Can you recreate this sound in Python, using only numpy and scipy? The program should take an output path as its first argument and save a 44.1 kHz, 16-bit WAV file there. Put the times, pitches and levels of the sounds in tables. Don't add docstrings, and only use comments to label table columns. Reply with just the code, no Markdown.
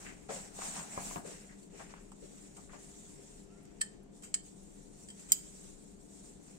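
import sys
import numpy as np
from scipy import signal
from scipy.fft import rfft, irfft
from scipy.io import wavfile

SR = 44100
rng = np.random.default_rng(int(sys.argv[2]) if len(sys.argv) > 2 else 0)


def generate_wav(signal):
    frames = np.transpose(np.atleast_2d(signal))
    scaled = np.clip(frames, -1, 1) * 32767
    pcm = np.round(scaled).astype(np.int16)
    wavfile.write(sys.argv[1], SR, pcm)


N = 290178
T = np.arange(N) / SR
LEAD_S = 0.002
LIFT_S, LIFT_TAKES_S = 1.21, 0.19
EDGE_HZ = 15900

# pitch_hz, correlation (-1 to 1)
STEREO_LIKENESS = [(30, 0.39), (60, 1), (150, 0.79), (210, 1), (310, -0.94), (640, 0.48), (1400, -0.3),
                   (3000, 0.024)]
# pitch_hz, left_over_right_db
STEREO_BALANCE = [(60, 6), (200, 2), (380, 10), (700, 4), (1300, 5), (2400, 2), (4400, -2), (9000, 0.5)]
# pitch_hz, level_db_per_hz
AIR_SPECTRUM = [(12, -28), (29, 6), (39, -8.5), (52, -5), (81, -17), (195, -0.5), (248, -9), (286, -2),
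                (320, -6.5), (399, -10), (426, -11), (454, -11.5), (654, -22), (900, -25.5), (1170, -41),
                (1980, -120)]
# pitch_hz, level_db_per_hz
FAINT_HISS_SPECTRUM = [(400, -21), (800, 0), (1500, -3.5), (3000, -9), (5000, -12), (7800, -5),
                       (10000, -21.5), (15500, -30)]
# pitch_hz, level_db
FAN_LINES = [(199.6, -67), (300, -76), (399.5, -71.5), (598, -84.5), (700, -81), (912, -91.5), (1006, -92)]
# start_s, rise_s, hold_s, fade_db_per_s, hiss_db, rub_db
STROKES = [(0.0, 0.0014, 0.054, 75, -53.5, -58.5), (0.172, 0.053, 0.066, 85, -66, -72),
           (0.282, 0.05, 0.0044, 82, -44, -50.5), (0.516, 0.089, 0.032, 87, -45, -53.5),
           (0.597, 0.06, 0.02, 78, -43, -51.5), (0.722, 0.036, 0.024, 99, -44.5, -51),
           (0.869, 0.073, 0.025, 81, -48, -52.5), (0.976, 0.047, 0.12, 166, -46.5, -55),
           (1.232, 0.037, 0.046, 69, -51, -56), (1.385, 0.026, 0.1, 87, -66, -65.5),
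           (1.558, 0.032, 0.056, 86, -63.5, -85), (1.691, 0.11, 0.029, 110, -56.5, -57.5),
           (1.878, 0.026, 0.058, 118, -64.5, -62), (1.982, 0.023, 0.16, 85, -66, -81),
           (2.148, 0.093, 0.21, 81, -58.5, -68), (2.515, 0.039, 0.086, 95, -59, -72),
           (2.695, 0.036, 0.012, 124, -59, -60.5), (2.771, 0.032, 0.32, 67, -57, -69.5),
           (3.16, 0.059, 0.18, 118, -60, -70), (3.476, 0.031, 0.41, 83, -70, -71.5),
           (4.11, 0.051, 0.011, 71, -61.5, -87), (4.282, 0.033, .02, 130, -68, -78),
           (4.426, 0.039, .005, 130, -56, -73), (4.552, 0.013, 0.15, 79, -62.5, -77),
           (4.717, 0.034, 0.12, 83, -63, -77.5), (4.886, 0.12, 0.023, 78, -58, -71),
           (5.086, 0.1, 0.22, 81, -57, -68), (5.405, 0.045, 0.24, 77, -56, -70),
           (5.768, 0.026, 0.13, 112, -63.5, -79), (5.976, 0.035, .05, 85, -63.5, -87),
           (6.067, 0.045, 0.09, 85, -59.5, -75), (6.224, 0.034, 0.023, 85, -57.5, -71),
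           (6.372, 0.098, 0.067, 85, -60.5, -71)]
# pitch_hz, level_db_per_hz
FIBRE_SPECTRUM = [(1500, -23), (3000, -16), (3600, -11), (4300, -11.5), (5100, -11.5), (5600, -6),
                  (6150, -7), (7000, 0.5), (7900, 2), (9200, -5), (10000, -21.5), (11500, -21.5),
                  (14500, -23), (16000, -30)]
# pitch_hz, level_db_per_hz
CLOTH_SPECTRUM = [(250, -33), (600, 3.5), (900, -8), (1300, 1), (1900, 5), (2700, 4), (4000, -13),
                  (7000, -25)]
# pitch_hz, level_db_per_hz
DRONE_SPECTRUM = [(70, -52), (170, 4.5), (300, -3), (480, -16.5), (700, -2), (1000, -8), (1600, -15),
                  (3000, -34)]
# pitch_hz, level_db_per_hz
SNAG_SPECTRUM = [(300, 0.5), (900, 1.5), (2300, -6.5), (4000, -8), (7500, 1.5), (10000, -69)]
# start_s, level_db, length_s, centre_hz, width_octaves
SCUFFS = [(0.047, -50.5, 0.092, 1870, 0.46), (0.031, -52, 0.15, 185, 0.73),
          (0.2867, -44.5, 0.057, 448, 1.32), (0.298, -47.5, 0.071, 614, 0.24),
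          (0.587, -45.5, 0.025, 524, 1.04), (0.613, -43, 0.019, 980, 0.89), (0.757, -47, 0.095, 850, 0.72),
          (1.245, -46, 0.024, 453, 0.37), (1.273, -47, 0.053, 430, 0.39), (1.483, -62.5, 0.07, 1890, 0.26),
          (1.719, -53.5, 0.076, 400, 0.59), (1.793, -51, 0.018, 950, 0.96),
          (1.801, -49.5, 0.037, 825, 0.87), (1.824, -61, 0.0077, 1100, .7), (1.938, -47, 0.0067, 920, 0.75),
          (1.955, -61.5, 0.045, 1194, 0.69), (2.118, -56, 0.01, 940, 0.51),
          (2.222, -49.5, 0.039, 430, 0.31), (2.567, -58.5, 0.055, 890, 0.43),
          (2.578, -57, 0.011, 900, 0.49), (2.688, -60.5, 0.051, 1300, 0.62), (2.727, -53, 0.046, 910, 0.76),
          (2.756, -51, 0.012, 746, 0.35), (3.173, -56, 0.074, 420, 0.38)]
# start_s, pitch_hz, level_db, t60_s
THUMPS = [(0.291, 445, -36.5, 0.084), (0.317, 547, -40, 0.058), (0.333, 550, -42, 0.055),
          (0.362, 518, -42.5, .06)]
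# start_s, level_db, brightness_db
KNOCKS = [(0.9755, -32.5, -3), (.987, -43, -3), (.998, -61, -2), (1.1099, -42.5, -5), (1.1587, -32.5, 7),
          (1.169, -43, -6), (1.179, -44, -12)]
# pitch_hz, t60_s, level_db
WOOD_MODES = [(157, 0.1, 3), (217, 0.1, 4.5), (407, 0.079, -1), (589, 0.055, 3), (701, 0.13, -2),
              (813, 0.064, 7), (917, 0.076, 7), (990, 0.028, 11), (1260, 0.033, 3), (1666, 0.092, -5),
              (2250, 0.04, -10)]
# pitch_hz, level_db_per_hz
TAP_SPECTRUM = [(150, 2), (600, -16), (1000, 16.5), (1600, -10), (2900, -8), (4000, -36), (9000, -48)]
# time_s, level_db
SHEEN = [(.98, -80), (1.03, -58), (1.12, -59), (1.17, -59), (1.22, -73)]
# start_s, scrape_db, ring_db,
# scrape_t60_s
TICKS = [(1.629, -59, -58, .05), (2.117, -55, -56, 0.066), (2.565, -50, -60, .11),
         (3.653, -52.5, -66, 0.017), (3.8, -62, -58, .05), (3.807, -49, -56, 0.043),
         (3.8105, -38, -35.5, 0.023), (4.222, -54, -54, 0.12), (4.233, -45.5, -52, 0.098),
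         (4.24, -49, -60, 0.25), (5.086, -51, -44.5, 0.04), (5.1015, -50, -44, 0.093),
         (5.191, -52.5, -54, 0.23), (5.287, -50, -53, 0.18), (5.296, -51, -50, .19),
         (5.3231, -27.5, -47, 0.013), (5.326, -39, -41, 0.013)]
# pitch_hz, t60_s, spot_0_db, spot_1_db, spot_2_db, touch_db
BRASS_MODES = [(1711, 0.071, -16, -20, -45, -21), (1779, 0.071, -9, -17, -45, -18),
               (1860, 0.051, -15, -12, -45, -17), (3070, 0.037, -11, -12, -41, -45),
               (3160, 0.09, -23, -25, -15, -12), (3866, 0.043, -23, -33, -23, -24),
               (4350, 0.037, -9, -8, -26, -31), (4498, 0.051, -22, -19, -28, -18),
               (4782, 0.037, -25, -45, -11.5, -23), (4951, 0.051, -13, -13, -7.5, -17),
               (5066, 0.051, -19, -28, -13.5, -20), (5288, 0.051, -45, -25, -18, -45),
               (5630, 0.037, -24, -24, -45, -22), (5710, 0.037, -19, -15, -38, -18),
               (6442, 0.025, -21, -45, -9, -45), (6764, 0.031, -10, -8, 0, -45),
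               (6914, 0.037, -25, -14, -2, -41), (7110, 0.051, -15, -45, -10, -13),
               (7225, 0.031, -10, -6, -3, -16), (7444, 0.043, -45, -43, -6, -24),
               (7526, 0.031, -11, -12, -45, -45), (7650, 0.043, -14, -5, -10, -27),
               (7718, 0.043, -5, -2, -9, -16), (7830, 0.06, -4, -13, -11, -16),
               (7926, 0.043, -45, -5, -8, -20), (8050, 0.06, 0, 0, -45, 0),
               (8376, 0.037, -45, -12, -9, -18), (8492, 0.051, -2, -12, -19, -45),
               (8582, 0.031, -9, -15, -3, -9), (9062, 0.025, -45, -45, -10, -45),
               (9562, 0.025, -14, -45, -33, -45), (11742, 0.027, -30, -45, -17, -45),
               (12278, 0.025, -33, -45, -12, -45), (12482, 0.025, -28, -45, -7, -34),
               (13334, 0.043, -27, -28, -26, -45), (13688, 0.042, -28, -21, -2, -45),
               (15576, 0.031, -45, -28, -21, -32)]
# pitch_hz, level_db_per_hz
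CRACK_SPECTRUM = [(500, -45), (900, -17), (1400, -4.5), (1800, -11.5), (2050, -3.5), (2400, -5.5),
                  (2950, -8.5), (3160, 0), (3400, -22), (3650, -12), (4000, -9), (4380, -13), (4650, -12),
                  (4850, 1), (5080, -7), (5400, -6), (5680, -4), (6150, -2.5), (6800, 4), (7800, 12.5),
                  (8250, 10), (8520, 4.5), (8900, -10), (9700, -16.5), (11000, -20), (12350, -8),
                  (12950, -21), (13700, -13), (14350, -24), (16000, -25)]
# time_s, pitch_hz, level_db
SQUEAK = [(3.49, 1270, -74), (3.52, 1335, -75), (3.57, 1385, -76), (3.625, 1364, -82), (3.72, 1320, -86)]
# start_s, ring_db, crack_db, top_db, low_db, rise_s, left_over_right_db
CLINKS = [(3.813, -21, -30.5, -11, 1, 0.0011, 1), (4.341, -23.5, -27.5, -41, -1.5, 0.00048, 0),
          (5.3194, -14.5, -19, 7.5, -16, 0.00025, -0.5)]
# pitch_hz, t60_s
ROOM_DECAY = [(150, 1), (1000, 0.32), (3200, 0.41), (8000, 0.28), (14000, 0.21)]


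def amp(db):
    return 10 ** (np.asarray(db) / 20)


def unit(x):
    return x / np.sqrt(np.mean(x ** 2) + 1e-20)


def read(points, hz):
    f, value = np.transpose(points)
    return np.interp(np.log(hz + 1), np.log(f + 1), value)


def add(mix, s, sound):
    part = mix[:, round(s * SR):][:, :sound.shape[1]]
    part += sound[:, :part.shape[1]]


def wander(rate_hz):
    low_pass = np.exp(-(np.fft.rfftfreq(N, 1 / SR) / rate_hz) ** 2)
    return unit(irfft(rfft(rng.standard_normal(N)) * low_pass, N))


def noise(colour_db, size=N, grain=1):
    hz = np.fft.rfftfreq(size, 1 / SR)
    a, b = rfft(rng.standard_normal((2, size)) * grain)
    same = np.clip(read(STEREO_LIKENESS, hz), -1, 1)
    half_lean = read(STEREO_BALANCE, hz) / 2
    left = a * amp(half_lean)
    right = (same * a + np.sqrt(1 - same ** 2) * b) * amp(-half_lean)
    return unit(irfft(np.array([left, right]) * amp(colour_db(hz)), size))


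def uneven(x, depth_db, patch_s, patch_hz):
    hz, t, z = signal.stft(x, SR, nperseg=256)
    field = rng.standard_normal(z.shape[1:])
    for axis, width in enumerate([patch_hz / hz[1], patch_s / t[1]]):
        keep = np.exp(-1 / width)
        field = signal.filtfilt([1 - keep], [1, -keep], field, axis=axis, method="gust")
    gain = amp(depth_db * np.clip(unit(field), -2, 2))
    return unit(signal.istft(z * gain, SR, nperseg=256)[1][:, :N])


def dying(t, t60):
    return np.exp(-np.log(1000) * t / t60)


def arrival(length_s, lag_s):
    return np.maximum(T[:int(length_s * SR)] - LEAD_S - np.array([[lag_s], [0]]), 0)


def ring(hz, t60, db, t, spread=0.42, blur_hz=14):
    gain = amp(db) / np.linalg.norm(amp(db)) * np.sqrt(2)
    steps = rng.standard_normal((len(hz), 1, t.shape[1]))
    drift = np.cumsum(steps, axis=2) * np.sqrt(blur_hz / (2 * np.pi * SR))
    phases = rng.random((len(hz), 1, 1)) + spread * rng.random((len(hz), 2, 1)) + drift
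    return sum(g * dying(t, decay) * np.sin(2 * np.pi * (f * t + p))
               for f, decay, g, p in zip(hz, t60, gain, phases))


def burst(colour_db, envelope):
    size = envelope.shape[-1]
    log_gain = np.log(amp(colour_db(abs(np.fft.fftfreq(size, 1 / SR)))))
    delay = np.exp(-1j * signal.hilbert(log_gain).imag[:size // 2 + 1])
    filtered = irfft(rfft(noise(colour_db, size, envelope)) * delay, size)
    return filtered * np.sqrt(np.mean(envelope ** 2))


def background(air_db=-55.5, hiss_db=-72, waver_hz=1.843, waver_db=2.0, lean_db=2):
    air = noise(lambda hz: read(AIR_SPECTRUM, hz) + read([(900, -7), (2000, -39)], hz))
    hiss = noise(lambda hz: read(FAINT_HISS_SPECTRUM, hz))
    hum = np.zeros(N)
    for hz, db in FAN_LINES:
        cycles = np.cumsum(hz + waver_hz * wander(5.66)) / SR
        hum += amp(db + waver_db * wander(1.3)) * np.sqrt(2) * np.sin(2 * np.pi * cycles)
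    return amp(air_db) * air + amp(hiss_db) * hiss + hum * amp([[lean_db], [-lean_db]])


def strokes():
    clock = T[::64]
    start, rise, hold, fade, *levels = np.transpose(STROKES)[:, :, None]
    t = clock - start
    speed = np.clip(t / rise, 0, 1) * amp(-fade * np.maximum(t - rise - hold, 0))
    return [np.interp(T, clock, np.linalg.norm(speed * amp(db), axis=0)) for db in levels]


def gloves(hiss, rub, rub_db=-3, drone_db=-1, flutter_db=0.5, grain_db=0.5):
    pressure = amp(flutter_db * wander(47.7))
    fibres = noise(lambda hz: read(FIBRE_SPECTRUM, hz), grain=amp(grain_db * wander(1500)))
    fibres = uneven(fibres, depth_db=2.5, patch_s=0.0086, patch_hz=130) * hiss
    cloth = noise(lambda hz: read(CLOTH_SPECTRUM, hz), grain=amp(grain_db * wander(400)))
    cloth = uneven(cloth, depth_db=2.5, patch_s=0.01, patch_hz=200) * amp(rub_db) * rub
    on_table = np.clip(1 - (T - LIFT_S) / LIFT_TAKES_S, 0, 1)
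    table = noise(lambda hz: read(DRONE_SPECTRUM, hz)) * amp(drone_db) * rub * on_table
    return pressure * (fibres + cloth + table)


def catches(rub, per_s=130, db=-2.0, t60=0.079):
    snags = (rng.random(N) < per_s / SR) * rng.uniform(0.15, 1, N)
    envelope = signal.oaconvolve(snags, dying(T[:SR // 20], t60))[:N]
    return noise(lambda hz: read(SNAG_SPECTRUM, hz), grain=envelope) * amp(db) * rub


def pips(db=-69, length_s=0.019, every_s=0.2):
    out, size = np.zeros((2, N)), int(length_s * SR)
    colour = [(8100, -20), (9200, 6), (10300, 23), (11300, 7.0), (15000, 0.0)]
    for s in np.arange(0.025, 6.5, every_s):
        pip = noise(lambda hz: read(colour, hz), size=size)
        add(out, s, amp(db + rng.uniform(-4, 3)) * pip * np.hanning(size))
    return out


def scuffs(skirt_db=32, grit_db=3):
    out, t = np.zeros((2, N)), T[:SR // 3]
    grit = amp(grit_db * wander(370))
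    for s, db, length, centre_hz, octaves in SCUFFS:
        def colour(hz):
            offset = np.log2((hz + 1) / centre_hz) / octaves
            return -skirt_db * np.tanh(offset ** 2 / 7) + read([(5000, 0), (10000, -20)], hz)
        puff = noise(colour, size=len(t), grain=grit[round(s * SR):][:len(t)])
        u = 4 * t / length
        add(out, s, amp(db) * puff * u * np.exp(1 - u))
    return out


def thumps(rise_s=0.0054, lean_db=3.5):
    out, t = np.zeros((2, N)), T[:SR // 6]
    for s, hz, db, t60 in THUMPS:
        envelope = (1 - np.exp(-t / rise_s)) * dying(t, t60)
        swing = envelope * np.sqrt(2) * np.sin(2 * np.pi * hz * t)
        add(out, s, amp(db) * swing * amp([[lean_db], [-lean_db]]))
    return out


def knocks(rise_s=0.00055, lean_db=1, lag_s=0.00045, tap_db=2, tap_t60=0.012, thud_db=-8, thud_t60=0.12):
    out, t = np.zeros((2, N)), arrival(0.37, lag_s)
    onset = 1 - np.exp(-t / rise_s)
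    for s, db, bright_db in KNOCKS:
        tap = burst(lambda hz: read(TAP_SPECTRUM, hz) + read([(1000, 0), (2800, bright_db)], hz),
                    onset * dying(t, tap_t60))
        thud = burst(lambda hz: read(DRONE_SPECTRUM, hz), onset * dying(t, thud_t60))
        wood = onset * ring(*np.transpose(WOOD_MODES), t)
        add(out, s - LEAD_S, amp(db) * (wood + amp(tap_db) * tap + amp(thud_db) * thud))
    return out * amp([[lean_db], [-lean_db]])


def sheen():
    s, db = np.transpose(SHEEN)
    level = amp(np.interp(T, s, db, left=-np.inf, right=-np.inf))
    return level * noise(lambda hz: read([(7000, -30), (9500, 1), (14000, -7), (16000, -8)], hz))


def ticks(rise_share=0.01, body_db=4, lag_s=0.0002):
    out, t = np.zeros((2, N)), arrival(0.19, lag_s)
    mode_hz, t60, *_, touch = np.transpose(BRASS_MODES)
    brass = ring(mode_hz, t60, touch, t)
    for s, scrape_db, ring_db, scrape_t60 in TICKS:
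        onset = 1 - np.exp(-(t / (rise_share * scrape_t60)) ** 2)
        scrape = burst(lambda hz: read(CRACK_SPECTRUM, hz) + read([(3000, body_db), (7000, 0.0045)], hz),
                       onset * dying(t, scrape_t60))
        add(out, s - LEAD_S, amp(scrape_db) * scrape + amp(ring_db) * onset * brass)
    return out


def squeak(whistle_db=-8, whistle_hz=5520):
    s, hz, db = np.transpose(SQUEAK)
    turn = 2 * np.pi * np.cumsum(np.interp(T, s, hz) * (1 + 0.0073 * wander(115))) / SR
    whistle = np.sin(2 * np.pi * np.cumsum(whistle_hz * (1 + 0.015 * wander(300))) / SR)
    level = amp(np.interp(T, s, db, left=-np.inf, right=-np.inf) + 3.5 * wander(60))
    return level * np.sqrt(2) * (np.sin(turn) + amp(whistle_db) * whistle)


def clinks(crack_t60=0.055, snap_db=6, snap_t60=0.0072, lag_s=0.0002033):
    out, t = np.zeros((2, N)), arrival(0.2, lag_s)
    mode_hz, t60, *spots = np.transpose(BRASS_MODES)
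    for (s, ring_db, crack_db, top_db, low_db, rise, lean), spot in zip(CLINKS, spots):
        onset = 1 - np.exp(-(t / rise) ** 2)
        tilt = [(1200, low_db), (4000, 0), (8300, 0), (10500, top_db)]
        decay = dying(t, crack_t60) + amp(snap_db) * dying(t, snap_t60)
        crack = burst(lambda hz: read(CRACK_SPECTRUM, hz) + read(tilt, hz), onset * decay)
        brass = onset * ring(mode_hz, t60, spot, t, blur_hz=30)
        sound = amp(ring_db) * brass + amp(crack_db) * crack
        add(out, s - LEAD_S, sound * amp([[lean / 2], [-lean / 2]]))
    return out


def room(x, build_s=0.0049):
    hz, t, z = signal.stft(rng.standard_normal((2, SR // 2)), SR, nperseg=256)
    envelope = dying(t, read(ROOM_DECAY, hz)[:, None]) * (1 - np.exp(-(t / build_s) ** 2))
    tail = signal.istft(z * envelope, SR, nperseg=256)[1]
    return signal.fftconvolve(x, tail / np.linalg.norm(tail[0]), axes=1)[:, :N]


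def scene(metal_room_db=-16, table_room_db=-10):
    hiss, rub = strokes()
    table = catches(rub) + scuffs() + thumps() + knocks()
    metal = ticks() + squeak() + clinks()
    close = gloves(hiss, rub) + sheen() + table + metal
    behind = amp(metal_room_db) * room(metal) + amp(table_room_db) * room(table)
    return background() + pips() + close + behind


def record(dry):
    low_pass = signal.firwin(511, EDGE_HZ, window=("kaiser", 9), fs=SR)
    return signal.oaconvolve(dry, low_pass[None], "same", axes=1)


dry = scene()
out = record(dry)
generate_wav(out)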